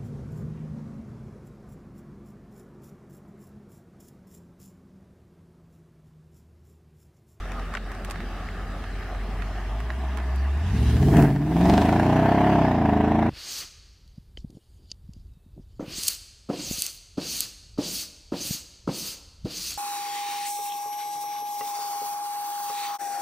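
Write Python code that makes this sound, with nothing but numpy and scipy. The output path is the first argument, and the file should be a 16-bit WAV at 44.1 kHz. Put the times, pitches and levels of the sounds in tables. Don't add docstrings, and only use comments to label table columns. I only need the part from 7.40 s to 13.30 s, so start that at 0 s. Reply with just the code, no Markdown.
import sys
import numpy as np
from scipy import signal
from scipy.fft import rfft, irfft, next_fast_len
from scipy.io import wavfile
from scipy.ndimage import uniform_filter1d

SR = 44100
rng = np.random.default_rng(int(sys.argv[2]) if len(sys.argv) > 2 else 0)


def materialize(psi):
    bounded = np.clip(np.atleast_2d(psi).T, -1, 1)
    quanta = np.round(bounded * 32767).astype(np.int16)
    wavfile.write(sys.argv[1], SR, quanta)


def boost(x):
    u = np.asarray(x, float) / 20
    return 10 ** u


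N = 260008
TIME_S = np.arange(N) / SR
SHORT_CUT_S = 0.022

# thump size, crack level in dB, lag in ms (the far bank is later).
CYLINDERS = [(0.65, 1.5, 0.021), (0.17, -1.5, 0.7), (0.57, -10.5, 0), (0.57, -5.5, 0.58),
             (0.14, -9.5, 0.68), (0.75, -6.5, 0.16), (0.28, -4.5, 0.66), (1.31, -2, 0.067)]
# time in s, engine cycles per s.
SPEED = [(0.0, 5.64), (0.842, 5.43), (1.478, 5.62), (2.304, 6.05), (2.582, 8.2), (2.842, 7.91),
         (3.179, 8.98), (3.408, 14.02), (3.559, 14.46), (3.633, 16.95), (3.769, 19.11), (3.861, 17.71),
         (3.972, 17.33), (4.509, 27.65), (4.69, 29.91), (5.111, 34.66), (5.519, 26.06), (5.9, 28.61)]
# time in s, even firing tone in dB, effort (how hard pulses leave the pipes) in dB.
DRIVE = [(0, -32.5, -52.5), (.9, -34, -48.5), (2.2, -29.5, -47.5), (2.6, -26.5, -55), (3.1, -25, -52),
         (3.24, -24.5, -43), (3.35, -27, -35.5), (3.52, -24.5, -38.5), (3.68, -23, -34), (3.8, -18, -29.5),
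         (3.98, -25.5, -41.5), (4.3, -23.5, -31), (4.55, -28, -32), (4.9, -29.5, -30), (5.14, -29.5, -29),
         (5.4, -27, -33.5), (5.62, -24.5, -33.5), (5.9, -29, -34.5)]
# frequency in Hz, level in dB.
PIPE = [(28, -29), (45, 3), (65, -0.5), (85, -1), (300, 0.5), (380, -7.5), (450, -10.5), (520, -41)]


def unit(x):
    return x / np.sqrt(np.mean(x ** 2) + 1e-20)


def along(points, hz):
    f, v = np.transpose(points)
    return np.interp(np.log(hz + 1), np.log(f + 1), v)


def curves(rows):
    s, *cols = np.transpose(rows)
    return [np.interp(TIME_S, s, c) for c in cols]


def wobble(rate_hz):
    knots = rng.standard_normal(int(N * rate_hz / SR) + 2)
    return np.interp(TIME_S * rate_hz, np.arange(len(knots)), knots)


def filtered(x, response):
    m = 2 * next_fast_len(N // 2 + SR // 4)
    return irfft(rfft(x, m) * response(np.fft.rfftfreq(m, 1 / SR)), m)[..., :N]


def resonance(f, centre_hz, width_hz):
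    return 1j * f * width_hz / (centre_hz ** 2 - f ** 2 + 1j * f * width_hz)


def power_sum_db(front, rear):
    return 10 * np.log10(front ** 2 + rear ** 2 + 1e-12)


def rush(spectrum, patchy_db):
    # frequency in Hz, left-right likeness 0-1.
    alike = [(60, 0.99), (130, 1.0), (290, 1.0), (640, 1), (1410, 0.97), (3100, 0.54), (6820, 0.018),
             (15000, 0.034)]
    z = signal.stft(rng.standard_normal((2, N + 512)), nperseg=512)[2]
    field = uniform_filter1d(rng.standard_normal(z.shape[1:]), size=6, axis=0)
    field = uniform_filter1d(field, size=10, axis=1)
    pair = signal.istft(z * boost(patchy_db * unit(field)), nperseg=512)[1][:, :N]

    def mid_side(hz):
        turn = np.arccos(np.clip(along(alike, hz), -1, 1)) / 2
        return boost(along(spectrum, hz)) * [np.cos(turn), np.sin(turn)]

    mid, side = filtered(pair, mid_side)
    return unit(np.array([mid + side, mid - side]))


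def crank(cycle_hz, lead_s):
    first_firing_s = 5.494
    turns = np.cumsum(cycle_hz) / SR + lead_s * cycle_hz
    return turns - turns[round(first_firing_s * SR)]


def passing():
    pass_s, width_s = 3.493, 0.21
    return np.exp(-((TIME_S - pass_s) / width_s) ** 2)


def bursts():
    # centre in s, width in s, rasp in dB, snap in dB, hiss in dB.
    openings = [
        (3.82, .07, 4.5, -8.5, -11.5),
        (4.35, 0.1, 2, 9, -0.5),
    ]
    total_db = 0
    for s, width_s, *extra_db in openings:
        total_db = total_db + np.exp(-((TIME_S - s) / width_s) ** 2) * np.array(extra_db)[:, None]
    return total_db


def strong_orders(cycle_hz, tone_db, effort_db, hidden_db):
    # order, level over effort in dB.
    uneven = [(3, 3), (5, -1), (11, 2.5), (13, 1.5)]
    # frequency in Hz, level in dB.
    overtone = [(90, -15.5), (118, -12), (137, -44), (185, -21), (230, -12), (300, -5.5), (445, -10.5),
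                (490, -24)]
    bank_gap_hz, bank_share = 113.7, 0.5
    boom_db = 21.5
    levels_db = {}
    for k, over_db in uneven:
        hz = k * cycle_hz
        comb = 1 + bank_share ** 2 - 2 * bank_share * np.cos(2 * np.pi * hz / bank_gap_hz)
        levels_db[round(k)] = effort_db + over_db + along(PIPE, hz) + 10 * np.log10(comb) - hidden_db
    levels_db[5] = levels_db[5] + boom_db * passing()
    levels_db[8] = tone_db
    levels_db[16] = tone_db + along(overtone, 16 * cycle_hz)
    return levels_db


def weak_order(k, cycle_hz, effort_db, hidden_db):
    lowest_db, fourth_boom_db = -5, 7
    db = effort_db + along(PIPE, k * cycle_hz) - k % 2 * hidden_db
    return db + lowest_db * (k == 2) + fourth_boom_db * passing() * (k == 4)


def thump(cycle_hz, facing, unsteady_db):
    tone_db, effort_db = curves(DRIVE)
    pattern = np.fft.fft(np.transpose(CYLINDERS)[0])
    hidden_db = 10 * (1 - facing)
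    levels_db = strong_orders(cycle_hz, tone_db, effort_db, hidden_db)
    for k in range(2, 19):
        if k not in levels_db:
            levels_db[k] = weak_order(k, cycle_hz, effort_db, hidden_db)
    steady, early = crank(cycle_hz, 0), crank(cycle_hz, SHORT_CUT_S)
    out = np.zeros(N)
    for k, db in levels_db.items():
        phase = np.angle(pattern[k % len(pattern)]) + 1.3 + 0.12 * wobble(9)
        angle = 2 * np.pi * k * (early if k % 8 else steady) + phase
        out += np.sqrt(2) * boost(db + unsteady_db * wobble(9)) * np.cos(angle)
    return out


def engine_bay(facing):
    # frequency in Hz, density in dB per Hz.
    front_view = [(210, -44), (350, -41), (484, -6), (584, -4), (750, 0.5), (880, -6.5), (973, -19),
                  (1030, -9), (1250, -1), (1620, -19), (2750, -120)]
    # frequency in Hz, density in dB per Hz.
    side_view = [(210, -30), (350, -4.5), (415, -15), (462, -31), (516, -23), (587, -10.5), (619, 0),
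                 (1250, -7), (1620, -65), (2750, -120)]
    # time in s, share of the side view 0-1.
    turning = [
        (0, 0),
        (1.7, 0),
        (2.5, 1),
        (5.9, 0.9),
    ]
    side = np.clip(curves(turning)[0], 0, 1)
    bay = np.sqrt(1 - side) * rush(front_view, patchy_db=1.5) + np.sqrt(side) * rush(side_view, patchy_db=1.0)
    return np.sqrt(1 - facing) * boost(-43.5 + 2.17 * wobble(24.68)) * bay


def rasp(facing, beam, effort_db, burst_db, puffs):
    # frequency in Hz, density in dB per Hz.
    rasp_colour = [(900, -13), (1250, -9.5), (1450, -2), (1750, 1.5), (2050, -4.5), (2400, -9.5),
                   (2800, -9.5), (3500, -31.5), (5000, -36.5)]
    bay_db, pipe_db = -47, -4.5
    db = power_sum_db(boost(bay_db), beam * boost(effort_db + pipe_db))
    puffing = 1 - 0.52 * facing + 0.57 * facing * puffs
    return boost(db + burst_db + 1.06 * wobble(30)) * puffing * rush(rasp_colour, patchy_db=1.37)


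def rumble(facing, effort_db, gone_s):
    # frequency in Hz, density in dB per Hz.
    rumble_colour = [(60, -28), (110, -1.5), (210, 3.5), (310, -5), (430, -3), (520, -22.5), (700, -42)]
    bay_db, pipe_db, loss_db_per_s = -41.5, 12.5, 17
    pipe = facing * boost(effort_db + pipe_db - loss_db_per_s * gone_s)
    db = power_sum_db(boost(bay_db) * (1 - facing), pipe)
    return boost(db + 1.15 * wobble(17)) * rush(rumble_colour, patchy_db=-0.5)


def off_road(x):
    # time in s, echo lag in ms.
    ground = [(0, 1.1), (2.2, 0.94), (3.2, 1.1), (4.2, 0.807), (5.9, 0.49)]
    echo_share = 0.23
    late = np.arange(N) - curves(ground)[0] * SR / 1000
    echo = np.array([np.interp(late, np.arange(N), side) for side in x])
    return (x + echo_share * echo) / np.sqrt(1 + echo_share ** 2)


def hiss(facing, beam, effort_db, gone_s, snap_db, burst_db, spits, snaps):
    # frequency in Hz, density in dB per Hz.
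    hiss_colour = [(1880, -1.5), (3200, 0), (4440, -6), (4910, -5), (6500, -11), (12400, -20), (15800, -50)]
    bay_db, tyre_db, sizzle_db = -50.5, -47, 5
    pipe_db, loss_db_per_s = -8.5, 2
    tyres = boost(bay_db) * np.sqrt(1 - facing) + boost(tyre_db) * passing()
    pipe = beam * boost(effort_db + pipe_db - loss_db_per_s * gone_s)
    db = power_sum_db(tyres, pipe)
    spitting = 1 - 0.05 * facing + 0.4 * facing * spits
    out = boost(db + burst_db + 0.25 * wobble(30)) * spitting * off_road(rush(hiss_colour, patchy_db=2.1))
    far = np.interp(TIME_S, [4.4, 5.1], [0, 1])
    out = (1 - far) * out + far * filtered(out, lambda hz: 1 / (1 + 1j * hz / 6000) ** 2)
    sizzle = filtered(out, lambda hz: (hz / 11000) ** 3 / (1 + (hz / 11000) ** 3))
    out = out + boost(sizzle_db) * passing() * sizzle
    return out + boost(db - 2.0 + snap_db) * facing * (1 - far) * snaps


def stone(db, hz, knock_db, pan_db):
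    dulling = 0.46
    t = np.arange(SR // 50) / SR
    snap = np.sin(2 * np.pi * hz * t) * boost(-60 * t * hz / 14)
    hollow = signal.butter(2, [900, 2000], "band", fs=SR)
    knock = boost(knock_db - 60 * t / 0.025) * unit(signal.lfilter(*hollow, rng.standard_normal(len(t))))
    decay = 0.5 * boost(-60 * t / 0.003) + 0.11 * boost(-60 * t / 0.034)
    band_hz = np.clip([hz / 1.3, hz * 3.2 * boost(-dulling * knock_db)], [500, 3200], [10000, 11500])
    bright = signal.butter(2, band_hz, "band", fs=SR)
    chips = signal.lfilter(*bright, rng.standard_normal((2, len(t))) * decay)
    hit = 0.32 * snap + knock + 1.5 * chips * (1 - np.exp(-t / 0.00034))
    return boost(db) * hit * boost([[pan_db / 2], [-pan_db / 2]])


def stones():
    # start in s, peak in dB, dull knock in dB, left over right in dB.
    snapped = [(0.055, -40.5, -1, -4), (0.119, -30, -3, 3), (0.195, -32.5, 1, -1), (0.3387, -25, -1, -3),
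               (0.351, -24.5, 2, 4), (0.3575, -50.5, 18, 0), (0.3706, -39, 14, -8), (0.517, -29, -7, -4),
               (0.5498, -33.5, -3, -3), (0.6476, -20.5, -16, -1), (0.6996, -25, -13, -2),
               (0.7096, -17.5, -16, -3), (0.717, -31, -5, -9), (0.758, -41.5, 10, -8),
               (0.8034, -36.5, 5.5, -4), (1.0876, -42.5, 11.5, 2), (1.3498, -53, -5, -5),
               (1.44, -35.5, 5.5, -2), (1.748, -41, 5, -10), (2.0212, -36.5, 5.5, -13.5),
               (2.403, -31, -1.5, -5), (2.503, -38, 11.5, -5), (2.649, -36, -3, -1),
               (2.773, -28.5, -7.5, -14.5), (2.785, -35.5, 2, -4), (2.8007, -37, 3, -6),
               (2.959, -30, -21, -3), (3.5, -41, -16, -2), (3.7686, -17.5, -4, 5), (3.824, -20.5, -5, 4)]
    hits = [(s, db, 2620, knock_db, pan_db) for s, db, knock_db, pan_db in snapped]
    for _ in range(80):
        s, loudness, pitch = rng.uniform(0, 3.9), rng.exponential(), rng.normal()
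        hits.append((s, -52 + 3.5 * loudness, 4000 * boost(4 * pitch), -6, 2 * pitch))
    out = np.zeros((2, N + SR))
    for s, *settings in hits:
        sound = stone(*settings)
        start = round(s * SR)
        out[:, start:start + sound.shape[1]] += sound
    return out[:, :N]


def firings(turns):
    count = len(CYLINDERS)
    slots = np.floor(count * turns).astype(int)
    at = np.flatnonzero(np.diff(slots))
    cylinder = slots[at + 1] % count
    late = np.transpose(CYLINDERS)[2][cylinder] * SR / 1000 + 2 * rng.standard_normal(len(at))
    return np.clip(at + np.round(late).astype(int), 0, N - 1), cylinder


def crack(cycle_hz, scatter_db):
    # centre in Hz, width in Hz, level in dB.
    tips = [(690.4, 150, 0.5), (878, 410, -8)]
    at, cylinder = firings(crank(cycle_hz, SHORT_CUT_S))
    size_db = np.transpose(CYLINDERS)[1][cylinder] + scatter_db * rng.standard_normal(len(at))
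    train = np.bincount(at, boost(size_db) / np.sqrt(cycle_hz[at]), N)
    hard = train ** 2

    def pipe_ends(f):
        modes = sum(boost(db) * resonance(f, c, w) for c, w, db in tips)
        low_cut = (1 + 300 / (1j * f + 1)) ** 2
        return modes ** 2 / low_cut / (1 + 1j * f / 1400) / (1 + 1j * f / 3500) ** 2

    def puffing(t60_s):
        t = np.arange(SR // 20) / SR
        puff = boost(-60 * t / t60_s) * (1 - np.exp(-t / 0.00089)) ** 2
        return unit(signal.fftconvolve(hard, puff)[:N])

    ring = filtered(train, pipe_ends)
    spikes = filtered(hard, lambda f: resonance(f, 720, 560) ** 2 / (1 + 1j * f / 4000))
    snaps = filtered(hard, lambda f: resonance(f, 2800, 4000) / (1 + 1j * f / 6000) ** 3)
    return unit(ring), unit(spikes), unit(snaps), puffing(0.028), puffing(0.014)


def bark(beam, effort_db, snap_db, ring, spikes, puffs):
    # frequency in Hz, density in dB per Hz.
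    flow_colour = [(480, -35), (600, -31), (700, -3), (950, -2.5), (1200, -21.5), (1500, -90)]
    bark_db, spike_db = 8.5, -18
    flow = boost(-10) * (0.4 + 0.8 * puffs) * rush(flow_colour, patchy_db=1.5)
    return beam * boost(effort_db + bark_db) * (boost(-3.0) * ring + flow + boost(spike_db + snap_db) * spikes)


def scene():
    # time in s, share of the sound straight from the tail pipes 0-1.
    tail_view = [
        (0, 0),
        (3.2, 0),
        (3.45, .4),
        (3.71, .72),
        (3.78, .96),
        (3.88, .9),
        (4.0, .6),
        (4.25, 1),
        (5.9, 1),
    ]
    cycle_hz, effort_db, facing = curves(SPEED)[0], curves(DRIVE)[1], curves(tail_view)[0]
    beam = np.clip(facing, 0, 1) ** 2.3
    gone_s = np.clip(TIME_S - 3.9, 0, None)
    rasp_burst_db, snap_burst_db, hiss_burst_db = bursts()
    ring, spikes, snaps, puffs, spits = crack(cycle_hz, scatter_db=1.2)
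    mix = thump(cycle_hz, facing, unsteady_db=1.77) + engine_bay(facing)
    mix = mix + rasp(facing, beam, effort_db, rasp_burst_db, puffs)
    mix = mix + rumble(facing, effort_db, gone_s)
    mix = mix + hiss(facing, beam, effort_db, gone_s, snap_burst_db, hiss_burst_db, spits, snaps)
    mix = mix + stones()
    return mix + bark(beam, effort_db, snap_burst_db, ring, spikes, puffs)


def ducked(x):
    duck_s, duck_db, recover_s = 0.385, 4, 0.09
    since_s = TIME_S - duck_s
    return x * boost(-duck_db * (since_s > 0) * np.exp(-np.abs(since_s) / recover_s))


def band_limit(x):
    return signal.sosfilt(signal.butter(12, 16520, fs=SR, output="sos"), x)


def record(dry):
    top_hz = 15830
    mix = filtered(ducked(dry), lambda hz: hz < top_hz)
    return band_limit(mix)


dry = scene()
out = record(dry)
materialize(out)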